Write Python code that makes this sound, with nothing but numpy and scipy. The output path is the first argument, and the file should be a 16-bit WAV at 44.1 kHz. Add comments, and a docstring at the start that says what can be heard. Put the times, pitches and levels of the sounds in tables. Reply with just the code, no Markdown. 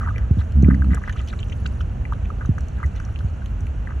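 """On an open car park, over a steady rumble of distant traffic, a duck dabbles in a plastic cup of water
and peas. From the start its bill churns the water and pops bubbles, each ringing as a tiny resonator,
amid a sizzle of spray. Ticks, wet smacks and a few low knocks are scattered through the dabbling. Wind
buffets the microphone, with one fluttering gust in the second half of the first second; single puffs
return later, while the dabbling thins out toward the end."""
import sys
import numpy as np
from scipy import signal
from scipy.fft import rfft, irfft
from scipy.io import wavfile

SR = 44100
rng = np.random.default_rng(int(sys.argv[2]) if len(sys.argv) > 2 else 0)


def transcribe(signal):
    """Save signal, clipped to [-1, 1], as a 16-bit WAV file at the path in sys.argv[1]."""
    frames = np.atleast_2d(signal).T
    limited = np.clip(frames, -1, 1)
    pcm = np.round(limited * 32767).astype(np.int16)
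    wavfile.write(sys.argv[1], SR, pcm)


N = 176400
T = np.arange(N) / SR


def amp(db):
    """Decibels to amplitude ratio."""
    return 10 ** (np.asarray(db) / 20)


def unit(x):
    """Normalise to rms 1."""
    return x / (np.sqrt(np.mean(x ** 2)) + 1e-12)


def add(out, start, x):
    """Superpose a sound at a time in seconds."""
    room = out[..., max(int(start * SR), 0):][..., :x.shape[-1]]
    room += x[..., :room.shape[-1]]


def contour(points):
    """Gain over time, interpolated between (seconds, dB) points."""
    return amp(np.interp(T, *np.array(points).T))


def colour(x, points):
    """Filter by a magnitude response of (Hz, dB) points."""
    hz, db = np.array(points).T
    f = np.maximum(np.fft.rfftfreq(N, 1 / SR), 1)
    return irfft(rfft(x) * amp(np.interp(np.log(f), np.log(hz), db)), N)


def noise(points):
    """Gaussian noise with a spectral density given as (Hz, dB) points."""
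    return colour(rng.standard_normal(N), points) * np.sqrt(SR / 2)


def delay(x, ms):
    """A delay is a phase lag proportional to frequency."""
    khz = np.fft.rfftfreq(N, 1000 / SR)
    return irfft(rfft(x) * np.exp(-2j * np.pi * khz * ms), N)


def envelope(rise_ms, decay_ms):
    """A smooth onset rounds over into the exponential decay of a damped system."""
    rise, decay = max(rise_ms, .05) / 1000, max(decay_ms, .1) / 1000
    t = T[:int((rise + 8 * decay) * SR)]
    onset = np.sin(np.pi / 2 * np.minimum(t / rise, 1)) ** 2
    return onset / np.cosh(np.maximum(t - rise, 0) / decay)


def resonance(hz, decay_ms, rise_ms=.43, glide_per_s=9.3):
    """A damped oscillator, such as a bubble, swells and dies away while its pitch rises."""
    env = envelope(rise_ms, decay_ms)
    t = T[:len(env)]
    return env * np.sin(2 * np.pi * hz * t * (1 + glide_per_s * t / 2))


def swarm(length, rate, hz, spread, cycles, scatter_db):
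    """Bubbles of scattered pitch and strength add incoherently; rms 1 over the length in seconds."""
    out = np.zeros(int(length * SR) + SR // 20)
    count = max(int(length * rate), 2)
    draws = np.random.default_rng(rng.integers(1 << 30)).standard_normal((count, 3))
    for k, (jitter, pitch, strength) in enumerate(draws):
        bubble_hz = min(hz * np.exp(spread * pitch), SR / 3)
        ms = 1000 * cycles / bubble_hz
        bubble = resonance(bubble_hz, decay_ms=ms, rise_ms=ms)[:SR // 25]
        add(out, (k + jitter % 1) / count * length, amp(scatter_db * strength) * bubble)
    return out * np.sqrt(length * SR / np.sum(out ** 2))


def traffic():
    """Many distant vehicles sum to a low random rumble that slowly swells and sinks."""
    # Each row: frequency in Hz, spectral density in dB before the swell.
    spectrum = [(20, -68.5), (38, -46), (52, -40), (72, -41), (100, -45), (155, -58.5), (220, -60.5),
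                (310, -75.5), (1000, -80.5), (2500, -120)]
    # Each row: time in seconds, gain in dB.
    swell = [(0, 0.5), (1.2, -1), (1.7, 1), (2.2, 1), (2.9, -3), (4, -1.5)]
    return noise(spectrum) * contour(swell)


def distant_hiss(side_gain=.57):
    """A diffuse field arrives from all round, so it is only partly coherent at the two ports."""
    # Each row: frequency in Hz, spectral density of the common part in dB.
    spectrum = [(150, -64.5), (450, -77), (700, -80), (950, -85), (1450, -81), (2000, -88), (2800, -88),
                (3800, -99), (7000, -101), (8500, -106), (12000, -112), (16000, -118)]
    return noise(spectrum) + side_gain * noise(spectrum) * np.array([[1], [-1]])


def churning():
    """The sifting bill traps air, and swarms of resonating bubbles gurgle."""
    # Each row: start in seconds, length in seconds, relative level in dB.
    spells = [(0, 0.093, -38), (0.136, 0.12, -47), (0.386, 0.036, -44), (0.636, 0.092, -44),
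              (0.901, 0.087, -39.5), (1.008, 0.052, -47), (1.069, 0.03, -37), (1.155, .07, -47.5),
              (2.407, .02, -38.5), (2.77, 0.076, -45.5), (2.942, 0.16, -52.5), (3.868, 0.055, -46)]
    out = np.zeros(N)
    for start, length, db in spells:
        gurgle = swarm(length, rate=520, hz=1523, spread=.2, cycles=1.45, scatter_db=7)
        add(out, start, amp(db - .5) * gurgle)
    return out


def spray():
    """Droplets and froth sizzle: the smaller a bubble, the higher its resonance."""
    # Each row: time in seconds, level in dB.
    levels = [(0, -58.5), (.3, -68.5), (.4, -55), (.5, -67), (1, -61.5), (1.25, -57), (1.7, -59.5),
              (1.9, -66.5), (3.05, -62), (4, -68)]
    sizzle = swarm(N / SR, rate=830, hz=6580, spread=.37, cycles=2.6, scatter_db=4)[:N]
    return sizzle * contour(levels)


def cup_reflections(x, decay_ms=2.9):
    """Reflections between the cup's walls and the ground form a brief reverberation, 2 ms late."""
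    t = T[:SR // 16]
    tails = rng.standard_normal((2, len(t))) * np.exp(-1000 * t / decay_ms) * (t > .002)
    tails /= np.sqrt(np.sum(tails ** 2, axis=1, keepdims=True))
    return amp(-4.5) * signal.fftconvolve(x[None], tails)[:, :N]


def pops():
    """Each snap of the bill bursts a bubble, whose air resonates with a faint wet hiss."""
    # Each row: start in seconds, relative level in dB, starting pitch in Hz, decay in ms.
    bubbles = [(0.011, -22, 1350, 1.6), (0.0302, -29.5, 1180, 2.6), (0.0607, -26, 1340, 2),
               (0.0734, -23, 1280, 1.2), (0.0872, -27.5, 1270, 3.6), (0.09, -25.5, 1365, 3.1),
               (0.105, -29.5, 1180, 3), (0.1598, -24, 2200, 0.82), (0.181, -23.5, 1940, 0.52),
               (0.682, -28.5, 1350, 1.4), (0.701, -25.5, 1560, 0.94), (0.7073, -18, 1345, 0.69),
               (0.7103, -22.5, 1800, 1.3), (0.7438, -22, 1780, 0.63), (0.8204, -20.5, 1490, 1.1),
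               (0.8433, -29.5, 1285, 1.1), (0.933, -23.5, 1940, 0.63), (0.943, -23, 1500, 0.6),
               (0.9705, -24, 1580, 0.91), (1.038, -23, 1730, 0.89), (1.077, -21.5, 1310, 0.45),
               (1.082, -26.5, 1700, 0.92), (1.0954, -21.5, 1710, 1), (1.097, -24.5, 1730, 1.8),
               (1.159, -33, 1210, 1.2), (1.1925, -28.5, 2860, 0.9), (1.328, -28, 1470, 1.3),
               (1.334, -29, 1350, 2.2), (1.408, -35, 2990, .8), (1.43, -22.5, 2970, 0.45),
               (1.5235, -31, 2920, 1.6), (1.657, -23, 1430, 1.7), (1.661, -23, 2840, 1.2),
               (1.807, -26, 1360, 1.9), (2.0525, -23.5, 2140, 0.79), (2.123, -18, 1140, 1.04),
               (2.1328, -29, 1430, 1.1), (2.302, -25, 1240, 1.8), (2.4105, -27, 1360, 1.6),
               (2.45, -26.5, 1320, 0.92), (2.581, -21, 1440, 0.57), (2.801, -26.5, 1350, 0.92),
               (2.83, -17.5, 1310, 0.69), (2.836, -26.5, 1977, 2.2), (2.843, -29, 1870, 1.5),
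               (3, -27.5, 1410, 1.4), (3.087, -35, 1430, 1), (3.159, -26, 2730, .45),
               (3.206, -33.5, 1420, 1.5), (3.419, -34.5, 1450, 1.7), (3.872, -26.5, 1756, 1.4),
               (3.907, -25.5, 1280, 0.66)]
    out = np.zeros(N)
    for start, db, hz, decay_ms in bubbles:
        rise_ms = .43 + .6 * decay_ms
        env = envelope(rise_ms, decay_ms)
        hiss = amp(-26) * env * rng.standard_normal(SR // 4)[:len(env)]
        add(out, start, amp(db - .5) * (resonance(hz, decay_ms, rise_ms) + hiss))
    return out


def knocks():
    """An impact of the bill excites one low, heavily damped mode of the cup."""
    # Each row: start in seconds, level in dB, starting pitch in Hz.
    impacts = [(.163, -35, 466), (.941, -35.5, 664), (0.944, -35, 436)]
    out = np.zeros(N)
    for start, db, hz in impacts:
        add(out, start, amp(db) * resonance(hz, decay_ms=3.9))
    return out


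def ticks():
    """Droplets and the bill's tip strike the plastic: a crack, and the wall's high modes ring briefly."""
    # Each row: start in seconds, relative level in dB, spectral tilt in dB per octave.
    taps = [(0.1808, -35.5, -13), (0.521, -40, -8), (0.624, -37.5, 0), (0.7468, -39.5, 0),
            (0.8435, -43, -14), (0.9462, -24.5, 32.5), (1.0946, -34.5, -13), (1.1253, -38.5, -4),
            (1.2144, -42, 16), (1.274, -36, -2), (1.285, -31.5, -3), (1.402, -42.5, 16),
            (1.4974, -37.5, -14), (1.674, -42, 19), (2.133, -41, -14), (2.458, -39, -4), (2.584, -38, -6),
            (2.607, -40, 2), (2.6838, -40, 1), (2.8607, -40, 17), (2.9602, -39, -3), (2.9997, -39.5, -6),
            (3.05, -39, 7), (3.189, -37, -10), (3.459, -37, -16), (3.6063, -39.5, 29), (3.6675, -37.5, -28)]
    # Each row: nominal frequency in Hz, relative level in dB, decay in ms.
    wall_modes = [(2840, 1, 0.37), (4300, -5.5, 2.8), (5390, 8.5, 0.33), (6700, 3.5, 0.38),
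                  (8180, -6, 0.62)]
    out = np.zeros(N)
    crack_env = envelope(rise_ms=1.2, decay_ms=.8)
    for start, db, tilt in taps:
        detunes = np.exp(.088 * rng.standard_normal(len(wall_modes)))
        ring = np.zeros(SR // 20)
        for (hz, mode_db, decay_ms), detune in zip(wall_modes, detunes):
            gain = amp(mode_db + tilt * np.log2(hz / 4500))
            add(ring, rng.random() * .0008, gain * resonance(hz * detune, decay_ms, rise_ms=.8))
        ring /= np.abs(ring).max()
        crack = crack_env * rng.standard_normal(SR // 20)[:len(crack_env)]
        add(ring, 0, amp(-14.5) * crack)
        add(out, start, amp(db + 5) * ring)
    return out


def buffets(end_hz=64, fall_ms=7.5):
    """Pressure pulses of wind on the microphone: thuds that start with a rasp and fall in pitch."""
    # Each row: start in seconds, level in dB, starting pitch in Hz, decay in ms.
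    puffs = [(0.308, -3.5, 187, 11.7), (0.369, -13.5, 301, 10), (0.382, -12, 162, 18),
             (0.6282, -4, 380, 6.6), (0.683, -3, 370, 4.5), (0.913, -19, 329, 19), (2.4894, -7.5, 291, 16),
             (2.848, -12, 103, 20), (3.244, -9.5, 142, 12), (3.61, -17.5, 131, 17)]
    out = np.zeros(N)
    rasp = amp(-22) * unit(noise([(350, .5), (700, -19), (1500, -37)]))
    for start, db, start_hz, decay_ms in puffs:
        env = envelope(rise_ms=5, decay_ms=decay_ms)
        fall = np.exp(-1000 * T[:len(env)] / fall_ms)
        hz = end_hz + (start_hz - end_hz) * fall
        thud = -np.sin(2 * np.pi * np.cumsum(hz) / SR)
        onset_rasp = fall * rasp[int(start * SR):][:len(env)]
        add(out, start, amp(db) * env * (thud + onset_rasp))
    return out


def smacks():
    """Water squeezed through the bill's edges breaks into tiny resonating bubbles and a finer fizz."""
    # Each row: start in seconds, length in seconds, relative level in dB, median pitch in Hz.
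    squeezes = [(0.385, 0.032, -61.5, 3740), (0.904, 0.056, -62.5, 2700), (1.045, 0.069, -64, 3260),
                (1.122, 0.014, -55.5, 2680), (1.162, 0.045, -56.5, 3100), (1.277, 0.029, -54.5, 3550),
                (1.329, 0.0088, -54.5, 2680), (1.388, 0.016, -54, 2990), (1.519, 0.01, -51.5, 2860),
                (1.657, .01, -47.5, 3330), (1.803, 0.012, -55, 3370), (2.247, 0.011, -57.5, 2550),
                (2.95, 0.032, -63, 3380)]
    out = np.zeros(N)
    for start, length, db, hz in squeezes:
        squelch = swarm(length, rate=760, hz=hz, spread=.22, cycles=2.17, scatter_db=4.5)
        fizz = swarm(length, rate=680, hz=6580, spread=.11, cycles=5.4, scatter_db=-1)
        add(out, start, amp(db + 11) * (squelch + amp(-17.5) * fizz))
    return out


def flutter(rate_hz=66.86, jitter=.0925):
    """Eddies beat on the microphone as a quasi-periodic pulse train over turbulent noise."""
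    # Each row: frequency in Hz, relative level in dB.
    spectrum = [(15, -61.5), (25, -12), (48, -22), (68, 3), (120, -9), (230, -8), (290, -14.5), (380, -42),
                (700, -48), (1500, -77)]
    gaps, sizes = rng.standard_normal((600, 2)).T
    starts = np.cumsum(np.exp(jitter * gaps)) / rate_hz
    pulses = np.zeros(N)
    for start, db in zip(starts, 1.6 * sizes):
        add(pulses, start, amp([db]))
    return unit(unit(colour(pulses, spectrum)) + amp(-7) * unit(noise(spectrum)))


def gust():
    """The gust buzzes brighter when strongest, as it overloads the microphone."""
    # Each row: time in seconds, level in dB.
    levels = [(.52, -40), (.565, -12.5), (.65, -10.5), (.73, -9.5), (.78, -16), (.93, -13.5), (.99, -32)]
    eddies, strength = flutter(), contour(levels)
    bass = colour(eddies, [(130, .5), (200, -22)])
    brightness = (strength / strength.max()) ** .66
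    return strength * (bass + brightness * (eddies - bass))


def overload(x, ceiling=1.05):
    """Soft saturation in the microphone rounds the largest pressure peaks."""
    return x / (1 + (x / ceiling) ** 4) ** .25


def scene():
    """Arrival times give direction: bubbles reach the left port first, wind and traffic the right."""
    dabbling = pops() + knocks() + churning()
    splashes = smacks() + ticks() + spray()
    reflections = cup_reflections(dabbling + splashes)
    duck = np.array([dabbling, delay(dabbling, ms=.12)]) + splashes + reflections
    rumble = overload(gust() + buffets() + traffic())
    return duck + np.array([delay(rumble, ms=.43), rumble]) + distant_hiss()


def record(dry):
    """The microphone's frequency response, unequal at its two ports, then clipping and a low-pass."""
    # Each row: frequency in Hz, gain in dB.
    response = [(1800, -0.5), (2250, -3), (2900, -1), (3400, -4.5), (4200, -3.5), (5000, -12), (5900, -1.5),
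                (7200, -3.5), (8600, -11), (9700, -5), (11400, -6), (13000, -19)]
    # Each row: frequency in Hz, left minus right gain in dB.
    balance = [(60, -0.6), (150, -1.5), (300, -3), (500, -8.5), (750, -8), (1200, -3.5), (1800, 1),
               (2400, 0.5), (4000, -0.4)]
    left, right = colour(dry, response)
    left = colour(left, [(hz, db / 2) for hz, db in balance])
    right = colour(right, [(hz, -db / 2) for hz, db in balance])
    lowpass = signal.ellip(8, .2, 70, 15800, fs=SR, output="sos")
    return signal.sosfilt(lowpass, np.clip([left, right], -1, 1))


dry = scene()
out = record(dry)
transcribe(out)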